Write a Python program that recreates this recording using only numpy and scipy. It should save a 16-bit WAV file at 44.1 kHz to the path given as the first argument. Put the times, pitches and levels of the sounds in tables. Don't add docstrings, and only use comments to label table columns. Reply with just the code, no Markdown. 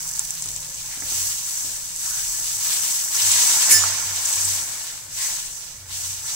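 import sys
import numpy as np
from scipy import signal
from scipy.fft import rfft, irfft, next_fast_len
from scipy.io import wavfile

SR = 44100
rng = np.random.default_rng(int(sys.argv[2]) if len(sys.argv) > 2 else 0)


def master_out(mix):
    frames = np.transpose(np.atleast_2d(mix))
    ceiling = np.clip(frames, -1, 1)
    pcm = np.round(ceiling * 32767).astype(np.int16)
    wavfile.write(sys.argv[1], SR, pcm)


N = 280023

# f/Hz, level/dB
FLAME_LOW_SPECTRUM = [(12, -10), (22, -3), (33, 4), (48, -7), (61, -2), (80, -16), (130, -27.5)]
FLAME_ROAR_SPECTRUM = [(80, -8), (115, 2), (160, -4), (205, -17.5), (400, -33), (900, -59)]
ROAR_DB = -56
# t/s, level/dB
RUMBLE_LEVEL = [(0, -50.5), (1.35, -48.5), (1.6, -55), (2.3, -47.5), (2.8, -59), (3.4, -54), (4.8, -55.5),
                (5.6, -52), (6.35, -52)]
# t/s, level/dB
HUM_LEVEL = [(0, -55), (0.6, -57), (0.9, -58.5), (1.1, -84)]
HUM_HZ = 159

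# f/Hz, left level/dB, right level/dB
FIZZ_SPECTRUM = [(2100, -25, -23.5), (3180, -15.3, -14.5), (3550, -15.5, -17), (4530, -13, -10.5),
                 (5510, -9.5, -2), (6280, -6.5, 3.5), (6800, -3.5, -5.5), (7840, 1.5, -3),
                 (8300, 0.5, -10.5), (9940, -9, -8.5), (10680, -8, -11.5), (13200, -18, -11),
                 (14150, -11, -10.5), (15600, -21.5, -7)]
# t/s, rate/(bursts per s)
BURST_RATE = [(0, 770), (0.6, 1270), (1.1, 3200), (2.2, 3300), (3.4, 4400), (4.6, 13000), (6.35, 12500)]
# coarse droplets/dB, fine spray/dB, boiling/dB;
# last, left-right difference/dB
FRYING_FLARES = [(0.0, -32, 0.0039, 0.22, -5, -7, -14.5, -2.5),
                 (0.375, -34.5, 0.038, 0.049, 1, -16, -16, 2), (0.79, -34.5, 0.1, 0.13, 0, -8.5, -12, -1),
                 (1.0, -24, 0.15, 0.13, 2, -6.5, -19.5, 0),
                 (1.44, -27.5, 0.042, 0.17, -1.5, -7.5, -19.5, 2), (1.93, -25, 0.14, 1, -1.5, -8, -19.5, 1),
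                 (2.595, -25, 0.05, 0.3, 5, -6, -20, 1.5), (3.1, -21.5, 0.058, 0.41, 6, -6, -14.5, 0.5),
                 (3.21, -17.5, 0.054, 0.45, -1, -15, -22, 1), (3.58, -22.5, 0.11, 0.15, 4.5, -12, -25, -4),
                 (3.93, -27, 0.088, 0.19, 4.5, -10.5, -10.5, -0.5),
                 (4.12, -21.5, 0.17, 0.23, 0, -9, -31, 1), (4.65, -33, 0.1, 0.15, 5.5, -9.5, -15.5, 0),
                 (5.086, -23, 0.14, 0.044, 2, -10, -19.5, 0.5),
                 (5.54, -35.5, 0.02, 0.046, 2.5, -12, -23, -5.5),
                 (5.85, -28, 0.13, 0.11, 3.5, -8.5, -17.5, 0),
                 (6.19, -26.5, 0.096, .1, -2.5, -12, -14.5, -0.5)]
SAG_DB_PER_S, DRYING_DB_PER_S = 0.5, 40.5
OIL_FIZZ_DB, COVERED_FIZZ_DB = -32.5, -52
OIL_SIMMER_DB, COVERED_SIMMER_DB = -48.5, -51
STEADY_COARSE_DB, STEADY_SPRAY_DB = 0.5, -9
COVER_FROM_S, COVER_BY_S = 2.5, 4.4
# t/s, level/dB
WATER_LEVEL = [(2.45, -69), (2.66, -38.5), (3.08, -46), (3.4, -34.5), (3.62, -33), (3.85, -32.5),
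               (4.1, -40), (4.55, -37.5), (4.9, -46), (5.13, -55), (5.2, -44), (5.38, -43.5), (5.46, -67)]

# f/Hz, level/dB
BOILING_SPECTRUM = [(350, -11), (620, -13.5), (840, 1), (980, -3), (1120, -2), (1280, -3), (1540, 0.5),
                    (1730, 5.5), (1930, -0.5), (2230, 4.5), (2650, -9), (4000, -5)]
# f/Hz, level/dB
SQUELCH_SPECTRUM = [(150, 1.5), (220, -2.5), (300, 0.5), (400, -5), (550, 2.5), (750, -3.5), (1300, -19.5)]
STIR_DB, GURGLE_DB, SMACK_DB = -59, -14, -17.5
SMACK_RISE_S, SMACK_DB_PER_S = 0.01, 70

# t/s, peak level/dB, left-right difference/dB, snap width/s
OIL_SPITS = [(0.0782, -13, -1, 0.00016), (0.1135, -11, -2, .00012), (0.131, -19, -1, 0.000044),
             (0.162, -18, 0, .00005), (0.1685, -20, 1, .00015), (0.1938, -0.5, 2, 0.00017),
             (0.2516, -9.5, -1, .00008), (0.3066, -5, 5, 0.00013), (0.3530, -10, 0, 0.000056),
             (0.423, -9, 4, 0.00015), (0.4592, -13.5, 3, 0.00016), (0.516, -14.5, 1, .00017),
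             (0.5625, -13.5, 14, 0.00019), (0.944, -18, 6, .00006), (1.0055, -15, 9, 0.00017),
             (1.962, -11, -2, 0.00013), (2.0567, -21, -3, 0.000082), (2.7375, -7, 7, 0.00017),
             (2.9755, -14.5, 0, 0.0001), (3.105, -16, -1, .00012)]
SPRAY_TICK_S = 0.000083
# t/s, level/dB
PAN_PUSHES = [(0.454, -38), (0.965, -40), (1.137, -34), (1.642, -40.5), (2.402, -43), (3.22, -34),
              (3.736, -27.5), (3.821, -43), (4.04, -31.5), (4.341, -33.5), (4.437, -32), (5.02, -45),
              (5.77, -35.5), (5.869, -34), (6.021, -32.5)]
BOOM_HZ, BOOM_T60_S = 94.2, 0.65
# t/s, level/dB
LADLE_KNOCKS = [(0.457, -34), (0.974, -36), (1.023, -30.5), (1.120, -31.5), (1.645, -34.5), (1.675, -41),
                (2.39, -38)]
# f/Hz, level relative to the knock/dB, t60/s
PAN_MODES = [(293, -15, 0.13), (410, -11, 0.043), (528, -39, 0.049), (810, -3, 0.012), (1270, -12, .03),
             (1720, -20, 0.018)]
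# t/s, level/dB, length/s, centre f/Hz
STEAM_SPURTS = [(0.738, -30, 0.02, 6900), (2.052, -26, 0.021, 6850), (3.140, -22, .024, 5930),
                (3.160, -20.5, 0.019, 6260), (3.208, -19.5, 0.032, 5600), (3.258, -25, 0.021, 7240),
                (3.305, -17, 0.035, 7440), (4.156, -23, .014, 7000), (4.248, -18.5, 0.018, 6950),
                (4.278, -27, .018, 7200), (4.323, -18, 0.013, 7500), (4.350, -22, .02, 7400),
                (4.406, -20.5, 0.017, 7100), (4.435, -21, 0.032, 7750)]
# t/s, level/dB, length/s, centre f/Hz
LADLE_SCRAPES = [(0.865, -46, 0.14, 2040), (1.016, -40, 0.019, 1750), (1.93, -46, 0.4, 1490),
                 (3.345, -34, 0.073, 1750), (3.79, -34.5, 0.099, 1250), (5.14, -39.5, 0.21, 2040)]

# f/Hz, level/dB
SEETHING_SPECTRUM = [(480, -4.5), (850, -6), (1050, -14), (1350, -2), (1580, -1), (1760, -5), (2000, -1),
                     (3000, -7.5), (5000, 4), (8000, -13)]
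SEETHING_DB = -4.5
# t/s, peak level/dB, f/Hz
WATER_PLOPS = [(3.674, -24, 1860), (3.8377, -14, 1310)]
PLOP_SWELL_S = .0009
# t/s, crash level/dB
STEEL_CLANGS = [(3.695, -15.5), (3.708, -15.5), (3.739, -25), (3.766, -25)]
# f/Hz, peak level/dB, swell time/s, t60/s, left-right difference/dB
STEEL_MODES = [(1753, -25.5, .050, .3, 4), (2250, -28.5, .008, .13, 0), (2923, -36, .03, .2, 0),
               (4415, -30, .02, .3, -4), (5217, -16, .05, .24, -6), (6110, -18.5, .005, .28, -8),
               (7075, -14.5, .022, .55, -7), (7644, -16.5, .006, .24, 9), (8110, -20, .006, .27, 10),
               (9215, -15.5, .010, .19, 4), (9620, -25, .035, .2, 5), (10017, -23.5, .012, .27, 5),
               (10405, -24, .045, .22, 3), (10471, -25, .02, .22, 3), (11620, -28, .03, .14, -4),
               (12385, -24.5, .028, .15, -1), (12610, -26, .015, .12, -2), (12973, -27, .03, .18, -4),
               (13193, -26, .008, .2, -4), (14099, -25.5, .02, .18, -8), (15073, -28, .06, .08, -6)]
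SKID_FROM_S = 3.707
CUTOFF_HZ = 15700


def from_db(db):
    return 10 ** (np.asarray(db) / 20)


def power_sum(*levels_db):
    return 10 * np.log10(sum(10 ** (db / 10) for db in levels_db))


def rms_one(x):
    return x / np.sqrt(np.mean(x ** 2) + 1e-20)


def in_time(rows):
    s, *columns = np.transpose(rows)
    return [np.interp(np.arange(N) / SR, s, c) for c in columns]


def drift(rate, size=N):
    r = np.exp(-80 * np.pi * rate / SR)
    steps = rng.standard_normal(size // 40 + 2002)
    slow = signal.lfilter([1], [1, -2 * r, r * r], steps)[2000:]
    return np.interp(np.arange(size) / 40, np.arange(len(slow)), rms_one(slow))


def swell(s, rise_s, hold_s, sag, release):
    t = np.arange(N) / SR - s
    held = np.maximum(t - rise_s, 0)
    rise = np.clip(t / rise_s, 1e-6, 1)
    return 20 * np.log10(rise) - sag * np.minimum(held, hold_s) - release * np.maximum(held - hold_s, 0)


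def place(s, sound):
    out, at = np.zeros(N), round(s * SR)
    out[at:at + len(sound)] = sound[:N - at]
    return out


def grains(per_s, spread_db):
    out, at = np.zeros(N), np.flatnonzero(rng.random(N) < per_s / SR)
    depth = rng.exponential(1, N)[at]
    sign = rng.choice([-1, 1], N)[at]
    out[at] = sign * from_db(spread_db * np.minimum(depth, 5))
    return out


def stereo_noise(alike):
    alike = np.clip(alike, 0, 1)
    common = rng.standard_normal(N)
    separate = rng.standard_normal((2, N))
    return np.sqrt(alike) * common + np.sqrt(1 - alike) * separate


def colour(x, spectrum):
    size = next_fast_len(N + SR // 4)
    hz = np.maximum(np.arange(size // 2 + 1) * SR / size, 1)
    points, *columns = np.transpose(spectrum)
    gain = from_db([np.interp(np.log(hz), np.log(points), c) for c in columns])
    gain = gain * np.minimum(hz / points[0], 1) ** 2
    return irfft(rfft(x, size) * gain, size)[:, :N]


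def ring(clicks, hz, t60):
    r, w = from_db(-60 / (t60 * SR)), 2 * np.pi * hz / SR
    return signal.lfilter([0, np.sin(w)], [1, -2 * r * np.cos(w), r * r], clicks + 1e-18)


def bowl(x, scatter_db, t60):
    t = np.arange(SR // 8) / SR
    tail = rng.standard_normal((2, len(t))) * from_db(-60 * t / t60)
    tail /= np.sqrt(np.sum(tail ** 2, axis=1, keepdims=True))
    scattered = signal.fftconvolve(np.atleast_2d(x), tail, axes=1)[:, :N]
    return x + from_db(scatter_db) * scattered


def stove():
    rumble_db, = in_time(RUMBLE_LEVEL)
    hum_db, = in_time(HUM_LEVEL)
    hum_pitch = HUM_HZ + 3 * drift(4.6)
    hum = np.sqrt(2) * np.sin(2 * np.pi * np.cumsum(hum_pitch) / SR)
    rumble = from_db(rumble_db) * rms_one(colour(stereo_noise(alike=0.96), FLAME_LOW_SPECTRUM))
    roar = from_db(ROAR_DB) * rms_one(colour(stereo_noise(alike=0.98), FLAME_ROAR_SPECTRUM))
    return rumble + roar + from_db(hum_db + 2.0 * drift(3.8)) * hum


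def water_cover():
    return np.clip((np.arange(N) / SR - COVER_FROM_S) / (COVER_BY_S - COVER_FROM_S), 0, 1)


def frying_levels(water_db):
    cover = water_cover()
    steady_db = OIL_FIZZ_DB + cover * (COVERED_FIZZ_DB - OIL_FIZZ_DB)
    simmer_db = OIL_SIMMER_DB + cover * (COVERED_SIMMER_DB - OIL_SIMMER_DB)
    flares_db = [db + swell(s, rise_s, wet_s, SAG_DB_PER_S, DRYING_DB_PER_S)
                 for s, db, rise_s, wet_s, *_ in FRYING_FLARES]
    powers = from_db(flares_db) ** 2
    *_, coarse, sprays, boils, pans = np.transpose(FRYING_FLARES)
    shares = from_db([np.zeros(len(FRYING_FLARES)), coarse, sprays, boils]) ** 2
    fizz_db, coarse_db, spray_db, boil_db = 10 * np.log10(shares @ powers)
    pan_db = pans @ powers / (powers.sum(axis=0) + from_db(steady_db) ** 2)
    return (power_sum(steady_db, fizz_db),
            power_sum(steady_db + STEADY_COARSE_DB, coarse_db),
            power_sum(steady_db + STEADY_SPRAY_DB, spray_db),
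            power_sum(simmer_db, water_db, boil_db),
            pan_db)


def fizz(fizz_db, coarse_db, spray_db):
    per_s = in_time(BURST_RATE)[0] * from_db(.5 * (fizz_db + 30.0) + 1.9 * drift(25))
    left = rms_one(grains(per_s, spread_db=2.0) / np.sqrt(per_s))
    at, right = np.flatnonzero(left), np.zeros(N)
    lag = rng.integers(-30, 31, N)[at]
    right[(at + lag) % N] = left[at]
    hiss = np.array([left, right]) + from_db(-0.5) * stereo_noise(alike=0.016)
    hiss = bowl(hiss, scatter_db=-6.5, t60=0.066)
    hiss = rms_one(colour(hiss, FIZZ_SPECTRUM)) * from_db(0.46 * drift(40))
    coarse = colour(hiss, [(1, 0), (4000, 0), (5200, -14), (6500, -35)])
    body = colour(hiss, [(1, 0), (9000, 0), (11000, -14), (13000, -35)])
    medium, fine = body - coarse, hiss - body
    coarse_flutter_db, medium_flutter_db = 2.1 * drift(15), 0.35 * drift(31)
    return (from_db(coarse_db + 2.5 + coarse_flutter_db) * coarse
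            + from_db(fizz_db + 0.98 + medium_flutter_db) * medium
            + from_db(spray_db + 8.5) * fine)


def boil(boil_db):
    pitches = np.geomspace(650, 3400, num=24)
    bubbles = sum(ring(grains(80, spread_db=2.5), hz, 16 / hz) * np.sqrt(hz) for hz in pitches)
    wash = rms_one(bowl(bubbles, scatter_db=1.0, t60=0.11)) + from_db(2.3) * stereo_noise(alike=0.15)
    return from_db(boil_db - 0.65 + 0.58 * drift(13.0)) * rms_one(colour(wash, BOILING_SPECTRUM))


def squelch(water_db):
    digs = [db + SMACK_DB + swell(s, SMACK_RISE_S, 0, 0, SMACK_DB_PER_S) for s, db in LADLE_KNOCKS]
    stir_db = power_sum(STIR_DB, water_db + GURGLE_DB, *digs)
    smacks = rms_one(grains(600, spread_db=1.0)) + stereo_noise(alike=0.43)
    return from_db(stir_db) * rms_one(colour(smacks, SQUELCH_SPECTRUM))


def spits(ring_hz, spray_hz, spray_db, low_cut_hz):
    t = np.arange(SR // 500) / SR
    out = np.zeros((2, N))
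    for s, db, pan, width_s in OIL_SPITS:
        late = t - 2 * width_s
        snap = np.exp(-(late / width_s) ** 2) * np.sin(2 * np.pi * ring_hz * late)
        tick = np.exp(-(late / SPRAY_TICK_S) ** 2) * np.sin(2 * np.pi * spray_hz * late)
        snap += from_db(spray_db) * tick
        at = round(s * SR)
        out[:, at:at + len(t)] += snap * from_db(db + np.array([[pan], [-pan]]) / 2)
    low_cut = signal.butter(4, low_cut_hz, "high", fs=SR, output="sos")
    thin = signal.sosfilt(low_cut, out + 1e-18)
    heard = np.array([thin[0], np.roll(thin[1], 1)])
    return bowl(heard, scatter_db=-7, t60=0.013)


def boom(push_s):
    t = np.arange(SR) / SR
    envelope = (1 - np.exp(-t / push_s)) * from_db(-60 * t / BOOM_T60_S)
    swing = envelope * np.sin(2 * np.pi * BOOM_HZ * t)
    return sum(place(s, from_db(db) * swing) for s, db in PAN_PUSHES)


def knocks():
    at = [round(s * SR) for s, _ in LADLE_KNOCKS]
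    levels = np.array(LADLE_KNOCKS)[:, 1]
    own_db = rng.normal(0, 2.8, (len(LADLE_KNOCKS), len(PAN_MODES)))
    out = np.zeros(N)
    for (hz, mode_db, t60), own in zip(PAN_MODES, own_db.T):
        clicks = np.zeros(N)
        clicks[at] = from_db(levels + mode_db + own)
        out += ring(clicks, hz, t60)
    return out


def sing(s, length_s, db, hz):
    t = np.arange(round(length_s * SR)) / SR
    return place(s, from_db(db) * np.hanning(len(t)) ** .5 * np.sin(2 * np.pi * hz * t))


def puffs(rows, octaves, per_s):
    clicks = rms_one(grains(per_s, spread_db=3.0))
    crackle = bowl(clicks, scatter_db=-4, t60=0.051) + from_db(-3) * stereo_noise(alike=0.18)
    out = np.zeros((2, N))
    for s, db, length, hz in rows:
        at, size = round(s * SR), round(length * SR)
        edges_hz = hz * 2 ** (np.array([-.5, .5]) * octaves)
        band = signal.butter(2, edges_hz, "band", fs=SR, output="sos")
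        puff = rms_one(signal.sosfilt(band, crackle[:, at:at + size]))
        out[:, at:at + size] += from_db(db) * np.hanning(size) * puff
    return out


def seethe(boil_db):
    clicks = grains(3000, spread_db=0.5)
    bursts = rms_one(bowl(clicks, scatter_db=3.5, t60=0.086)) + stereo_noise(alike=0.14)
    return water_cover() * from_db(boil_db + SEETHING_DB) * rms_one(colour(bursts, SEETHING_SPECTRUM))


def plops():
    t = np.arange(SR // 50) / SR
    envelope = (t / PLOP_SWELL_S) ** 2 * np.exp(2 - 2 * t / PLOP_SWELL_S)
    out = sum(place(s, from_db(db) * envelope * np.sin(2 * np.pi * hz * t)) for s, db, hz in WATER_PLOPS)
    return bowl(out, scatter_db=-10, t60=.04)


def clang(crash_t60):
    t = np.arange(SR) / SR
    modes = np.zeros((2, SR))
    for hz, peak_db, swell_s, t60, pan_db in STEEL_MODES:
        decay_db = peak_db - 60 * np.maximum(t - swell_s, 0) / t60
        level = np.minimum(t / swell_s, 1) ** .6 * from_db(decay_db)
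        for side in range(2):
            phase = 2 * np.pi * hz * t + side * rng.uniform(-1.6, 1.6) + 0.27 * drift(48, size=SR)
            flutter_db = 2 * drift(31.0, size=SR) + 0.7
            modes[side] += level * np.sin(phase) * from_db(flutter_db + (.5 - side) * pan_db)
    ringing = np.array([place(SKID_FROM_S, side) for side in modes])
    fade = sum(place(s, from_db(db - 60 * t / crash_t60)) for s, db in STEEL_CLANGS)
    crash = colour(stereo_noise(alike=0.21), [(100, -13), (300, -2.0), (1000, -11), (2000, 7.0), (3500, -5.0),
                                              (6000, 8.5), (8500, 4.5), (11500, 2.5), (15500, 1)])
    return ringing + fade * rms_one(crash)


def scene():
    water_db, = in_time(WATER_LEVEL)
    fizz_db, coarse_db, spray_db, boil_db, pan_db = frying_levels(water_db)
    steam = fizz(fizz_db, coarse_db, spray_db) + puffs(STEAM_SPURTS, octaves=0.34, per_s=7400)
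    steam = steam * from_db([pan_db / 2, -pan_db / 2])
    frying = steam + spits(ring_hz=7530, spray_hz=13200, spray_db=-14, low_cut_hz=4900)
    water = boil(boil_db) + seethe(boil_db) + plops()
    scrapes = puffs(LADLE_SCRAPES, octaves=0.43, per_s=1200)
    scrapes = scrapes + sing(s=0.6, length_s=0.23, db=-57, hz=530)
    ladle = squelch(water_db) + scrapes + knocks() + boom(push_s=0.045) + clang(crash_t60=0.16)
    return frying + water + ladle + stove()


def record(dry):
    low_pass = signal.ellip(12, .1, 80, CUTOFF_HZ, fs=SR, output="sos")
    return signal.sosfilt(low_pass, np.clip(dry, -1, 1))


dry = scene()
out = record(dry)
master_out(out)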